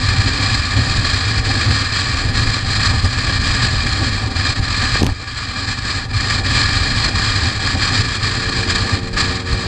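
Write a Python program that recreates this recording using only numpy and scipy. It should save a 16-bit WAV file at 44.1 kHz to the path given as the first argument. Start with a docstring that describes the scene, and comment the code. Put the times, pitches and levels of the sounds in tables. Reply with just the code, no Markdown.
"""Wind on a motorcycle helmet at highway speed, heard by a small camera in a case on it.
The air is shaped noise: hiss rung by the case, low buffeting and a rush between, all stirred together.
The rider snaps the visor shut: sine thuds with cracks of noise; the wind's level dips there and climbs back.
An engine drone, a stack of wavering sines, rises out of the wind while a lorry is overtaken.
A faint sine comes and goes early on."""
import sys
import numpy as np
from scipy import signal
from scipy.fft import rfft, irfft, next_fast_len
from scipy.io import wavfile
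from scipy.ndimage import uniform_filter1d

SR = 44100
rng = np.random.default_rng(int(sys.argv[2]) if len(sys.argv) > 2 else 0)


def store_pcm(level_fs):
    """Save levels as 16-bit WAV."""
    pcm = np.round(np.clip(level_fs, -1, 1) * 32767).astype(np.int16)
    wavfile.write(sys.argv[1], SR, np.atleast_2d(pcm).T)


N = 426442   # length in samples


def wind():
    """Moving air makes noise; the same eddies shake hiss, buffeting and rush together."""
    # resonances of case and mount, rung by the air: pitch_hz, width_hz, level_db (relative)
    case_modes = [(1182, 94, -14.5), (1433, 74, -21.5), (1700, 83, -11.5), (1845, 58, -14),
                  (2096, 160, -22.5), (2381, 64, -14), (2544, 174, -23), (2970, 71, -24.5),
                  (3276, 138, -20.5), (3750, 130, -20.5), (4172, 133, -14.5), (4475, 300, -18),
                  (4883, 148, -17), (5120, 130, -27), (5890, 440, -35), (7170, 850, -34.5),
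                  (7350, 420, -29.5), (7940, 250, -34.5)]
    # the helmet's boom: pitch_hz, width_hz, level_db (relative)
    helmet_modes = [(103.5, 21.2, -0.5)]
    # air pockets under the visor and mount: pitch_hz, width_hz, level_db (relative)
    pocket_modes = [(255.3, 37, 0), (779.3, 17, -5.5)]
    # smooth spectrum of each layer: pitch_hz, level_db (relative, per Hz)
    hiss_spectrum = [(500, -32.5), (1000, -28.5), (2800, -38), (5000, -33), (5500, -36.5), (8300, -56),
                     (10000, -34.5)]
    buffet_spectrum = [(8, -28), (15, -12.5), (30, -6), (60, -6), (90, -3), (130, -15.5), (160, -24),
                       (200, -21), (300, -51)]
    rush_spectrum = [(100, -38.5), (160, -11.5), (200, -8), (300, -10.5), (350, -12), (550, -15),
                     (750, -17.5), (1000, -17.5), (1300, -59)]
    split_hz = 2900   # the hiss flutters partly apart below and above this

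    hiss_db, buffet_db, rush_db = wind_levels()
    eddy = drift(54.0)

    below = signal.butter(2, split_hz, fs=SR, output="sos")
    above = signal.butter(2, split_hz, "high", fs=SR, output="sos")
    mids = signal.sosfilt(below, turbulence(eddy, shared_db=1.22, own_db=0.26, rate_hz=24.0))
    treble = signal.sosfilt(above, turbulence(eddy, shared_db=2.0, own_db=-0.6, rate_hz=62.0))
    # when the hiss is low, treble drops more than mids
    mids_gain = from_db(-0.15 * (hiss_db - hiss_db.mean()))
    hiss = coloured(mids_gain * mids + treble, hiss_spectrum, case_modes)

    buffet_noise = turbulence(eddy, shared_db=2.0, own_db=-1.06, rate_hz=14.0)
    buffet = evened(coloured(buffet_noise, buffet_spectrum, helmet_modes), window_s=0.14)

    rush_noise = turbulence(eddy, shared_db=1.0, own_db=0.0, rate_hz=11.0)
    rush = evened(coloured(rush_noise, rush_spectrum, pocket_modes), window_s=0.16)

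    return from_db(hiss_db) * hiss + from_db(buffet_db) * buffet + from_db(rush_db) * rush


def wind_levels():
    """Levels of hiss, buffeting and rush in dB: airstream, dip, lulls, surges, thumps and gusts."""
    # airstream on the helmet, easing beside the lorry: time_s, hiss_db, buffeting_db, rush_db
    airstream = [(0, -18.5, -17, -28.5), (1.5, -19.5, -18.5, -29.5), (1.95, -18.5, -20.5, -30),
                 (2.4, -20, -18, -28), (3.0, -19.5, -19, -31), (3.5, -18, -18, -27), (4.3, -21.5, -19, -29),
                 (4.9, -18.5, -19.5, -30.5), (5.5, -18.5, -18, -27.5), (6.6, -18.5, -18.5, -29),
                 (7.3, -16.5, -18.5, -27.5), (7.7, -19, -20.5, -28), (8.3, -20, -22, -29),
                 (8.8, -20.5, -21, -28.5), (9.3, -22.5, -24.5, -30), (9.67, -24, -22.5, -29.5)]
    # lulls of the air: middle_s, half_length_s, hiss_change_db, low_wind_change_db
    lulls = [(0.68,0.057,0.5,-3.5), (1.427,0.023,-5.5,1.5), (1.69,0.015,-2.5,0.5), (1.87,0.039,-2,-4),
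             (2.285,0.058,-4.5,2), (2.624,0.053,-5,-2), (3.098,0.024,-6,-2), (3.395,0.0084,-4,0),
             (3.85,.02,-2.5,2.5), (4.305,0.04,-6,-0.5), (4.545,0.014,-7.5,-3.0), (4.61,0.015,-9,-1),
             (5.022,0.0095,-4,0), (5.04,0.0071,-9,0), (5.056,.015,-7,0), (5.085,0.038,-9,3.5),
             (5.17,0.026,-5,-3), (5.65,.025,-2,-2), (5.81,.03,-2,-2.5), (6.031,0.027,-7.5,-3.5),
             (6.081,0.031,-16.5,-5.0), (6.124,0.008,-7,0.5), (6.19,.01,-2.5,0), (6.425,0.024,-13,-1),
             (7.124,0.029,-9,0), (7.568,0.053,-7,-4.5), (7.775,0.015,-4.5,2), (8.13,.06,1,-2),
             (8.191,0.023,-5.5,0), (8.67,0.019,-4.5,0), (9.029,0.042,-11.5,-1.5), (9.109,0.026,-13.5,-4),
             (9.152,0.013,-9,-2), (9.444,0.023,-10,-4)]
    # surges of the hiss: middle_s, half_length_s, hiss_change_db
    surges = [(.47,0.057,2.5), (1.08,.04,1), (1.55,0.068,3), (1.76,.03,2), (2.37,0.026,3.5), (2.849,0.06,4),
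              (4.47,0.018,4), (4.854,0.034,5), (4.96,0.049,3), (5.712,0.025,5), (5.907,0.035,6),
              (6.33,.025,2), (6.575,0.055,6.5), (7.852,0.033,5.5), (7.967,0.058,4), (8.71,0.016,6),
              (8.76,0.013,6.5), (9.195,0.041,9.5)]
    # thumps of air on the helmet: middle_s, half_length_s, buffeting_change_db, rush_change_db
    thumps = [(.205,0.057,3.5,-0.5), (.27,.015,2,4.5), (0.793,0.081,5.5,3), (.99,0.025,5,2),
              (1.537,0.069,2.5,6), (1.716,0.048,7.5,4.5), (2.434,0.06,6.5,2), (2.928,0.034,9,9.5),
              (3.048,0.024,9,5.5), (3.65,0.045,2.5,3.5), (4.021,0.016,6,8), (4.605,0.025,8,-1),
              (4.834,0.014,9,10.5), (5.035,0.034,5.5,8), (5.12,0.019,8,1), (5.572,0.023,-1,5),
              (5.707,0.022,6,2), (6.156,0.017,9,-3), (6.57,0.047,4,4.5), (6.824,0.019,7,-2),
              (7.433,0.028,7.5,3), (7.752,0.014,6,7.5), (7.917,0.02,4,6), (8.002,0.018,13.5,2),
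              (8.236,.02,6,-1.5), (8.94,0.023,6,1), (9.17,0.024,8,7), (9.264,0.044,7.5,2.5),
              (9.533,0.023,13,3)]
    # the level of all wind dips at the visor knocks and climbs back evenly in dB
    dip_at_s, dip_db, fall_s, recovery_s = 5.08, -10.5, 0.06, 1.28
    # random gusts on top: spread for hiss, buffeting and rush, and how fast they wander
    gust_spreads_db, gust_rate_hz = (0.95, 1.0, 1.3), 7.5

    since_s = np.arange(N) / SR - dip_at_s
    falling = since_s / fall_s
    recovering = 1 - (since_s - fall_s) / recovery_s
    dip = dip_db * np.clip(np.minimum(falling, recovering), 0, 1)

    # after a lull the air comes back in 0.93 of the time it took to fall away
    hiss_lull, low_lull = bumps(lulls, after=0.93)
    (hiss_surge,) = bumps(surges)
    buffet_thump, rush_thump = bumps(thumps)
    events = [hiss_lull + hiss_surge, low_lull + buffet_thump, low_lull + rush_thump]

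    gusts = [spread_db * drift(gust_rate_hz) for spread_db in gust_spreads_db]
    return np.array(in_time(airstream)) + dip + events + gusts


def turbulence(eddy, shared_db, own_db, rate_hz):
    """Noise whose level flutters with the shared eddies and by itself."""
    flutter_db = shared_db * eddy + own_db * drift(rate_hz)
    return rng.standard_normal(N) * from_db(flutter_db)


def visor():
    """Each knock pushes the shell inward in a short thud and adds a plastic crack."""
    # visor knocks: start_s, thud_db, thud_hz, crack_db
    knocks = [(4.957, -1, 550, -30), (5.012, -9, 594, -22), (5.0202, 4, 274, -28), (5.030, -28, 700, -7),
              (5.034, 3, 350, -24), (5.035, -2, 500, -26), (5.044, -11, 1800, -13), (5.059, -12, 500, -21),
              (5.0657, -8, 696, -5), (5.071, -4.5, 910, -24), (5.087, -16, 1200, -30),
              (5.091, -4, 910, -30)]
    thud_rise_s, crack_decay_s = 0.00016, 0.0015

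    out = np.zeros(N)
    t = np.arange(2000) / SR
    crack_band = signal.butter(2, [2000, 6500], "band", fs=SR, output="sos")
    bursts = signal.sosfilt(crack_band, rng.standard_normal((len(knocks), len(t))))
    for (start_s, thud_db, thud_hz, crack_db), burst in zip(knocks, bursts):
        # higher thuds die away sooner
        thud_shape = (1 - np.exp(-t / thud_rise_s)) * np.exp(-t * thud_hz * 2.9)
        thud = -np.sin(2 * np.pi * thud_hz * t) * thud_shape
        crack = burst * np.exp(-t / crack_decay_s)
        at = round(start_s * SR)
        out[at:at + len(t)] += from_db(thud_db) * thud + from_db(crack_db) * crack
    return out


def engine():
    """Sines at low multiples of the firing rate swell in; each one's level wavers a little."""
    # engine drone: time_s, firing_hz, level_db
    drone = [(7.9, 86.8, -50), (8.1, 88.1, -44), (8.56, 89.55, -37.5), (9.13, 90.9, -39),
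             (9.67, 92.3, -37.5)]
    # strength of each overtone: multiple of the firing rate, level_db (relative)
    overtones = [(2, 4.5), (3, -13), (4, 2.5), (5, 1.5), (6, -7)]
    swell_at_s, swell_s = 7.7, 0.18

    firing_hz, level_db = in_time(drone)
    unsteady_hz = firing_hz * (1 + 0.00292 * drift(5.55))
    phase = 2 * np.pi * np.cumsum(unsteady_hz) / SR
    swell = np.clip((np.arange(N) / SR - swell_at_s) / swell_s, 0, 1)

    tone = np.zeros(N)
    for multiple, overtone_db in overtones:
        wavering_gain = from_db(overtone_db + 1.1 * drift(4.1))
        tone += wavering_gain * np.sin(multiple * phase + rng.uniform(0, 2 * np.pi))
    # root 2 makes the levels rms levels
    return np.sqrt(2) * swell * from_db(level_db) * tone


def faint_tone():
    """A faint passing tone: one thin sine that comes, sags slightly in pitch and goes."""
    # path of the tone: time_s, pitch_hz, level_db
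    tone_path = [(.9, 466, -98), (1.2, 464, -43), (1.5, 461, -43), (1.9, 460, -47), (2.2, 460, -45)]
    fade_s = 0.2

    pitch_hz, level_db = in_time(tone_path)
    end_s = tone_path[-1][0] + fade_s
    fade = np.clip((end_s - np.arange(N) / SR) / fade_s, 0, 1)
    sine = np.sin(2 * np.pi * np.cumsum(pitch_hz) / SR)
    return np.sqrt(2) * fade * from_db(level_db) * sine


def rounded_and_dulled(x):
    """Soft peak rounding, then a steep low-pass: the sound is dull above 9400 Hz."""
    rounded = 1.2 * np.tanh(x / 1.2)
    return signal.sosfilt(signal.ellip(10, 0.5, 70, 9400, fs=SR, output="sos"), rounded)


def from_db(db):
    """Decibels to gain."""
    return 10 ** (np.asarray(db) / 20)


def rms_one(x):
    """Scale to rms 1, so that a later gain sets the level."""
    return x / np.sqrt(np.mean(x ** 2) + 1e-20)


def in_time(rows):
    """Table columns after the time as curves, one value a sample."""
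    time_s, *columns = np.transpose(rows)
    return [np.interp(np.arange(N) / SR, time_s, column) for column in columns]


def drift(rate_hz):
    """Slow random wandering of spread 1: noise sent twice through a one-pole low-pass."""
    step = 40   # samples between the points of the curve
    r = np.exp(-2 * np.pi * rate_hz * step / SR)
    noise = rng.standard_normal(N // step + 2002)
    slow = signal.lfilter([1], [1, -2 * r, r * r], noise)[2000:]   # drop the filter's start
    return np.interp(np.arange(N) / step, np.arange(len(slow)), rms_one(slow))


def coloured(x, spectrum, modes=()):
    """Shape x by a smooth spectrum plus steep-sided resonances, summed in power; rms 1."""
    size = next_fast_len(N)
    hz = np.maximum(np.arange(size // 2 + 1) * SR / size, 1)
    point_hz, point_db = np.transpose(spectrum)
    power = from_db(2 * np.interp(np.log(hz), np.log(point_hz), point_db))
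    for mode_hz, width_hz, mode_db in modes:
        power = power + from_db(2 * mode_db) / (1 + ((hz - mode_hz) / width_hz) ** 2) ** 2
    return rms_one(irfft(rfft(x, size) * np.sqrt(power), size)[:N])


def evened(x, window_s):
    """Reduce the slow swell of narrow noise, so that the gusts mostly set the level."""
    nearby_power = uniform_filter1d(x ** 2, round(window_s * SR))
    return rms_one(x / np.sqrt(nearby_power + 0.092))


def bumps(rows, after=1):
    """Each row lifts or lowers the levels along a bell; one dB curve a column."""
    t = np.arange(N) / SR
    out = np.zeros((len(rows[0]) - 2, N))
    for middle_s, half_s, *change_db in rows:
        first = max(round((middle_s - 3 * half_s) * SR), 0)
        near = slice(first, round((middle_s + 3 * half_s) * SR))
        # "after" scales the length of the second half of the bell
        side_s = half_s * np.where(t[near] > middle_s, after, 1)
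        bell = np.exp(-((t[near] - middle_s) / side_s) ** 2)
        out[:, near] += np.outer(change_db, bell)
    return out


def scene():
    """Wind, engine and tone are rounded and low-passed; the brighter knocks are added after."""
    steady_layers = wind() + engine() + faint_tone()
    return (rounded_and_dulled(steady_layers) + visor())[None]


def record(dry):
    """Cut the top above 15 kHz steeply."""
    return signal.sosfilt(signal.ellip(10, 0.5, 70, 15000, fs=SR, output="sos"), dry)


dry = scene()
out = record(dry)
store_pcm(out)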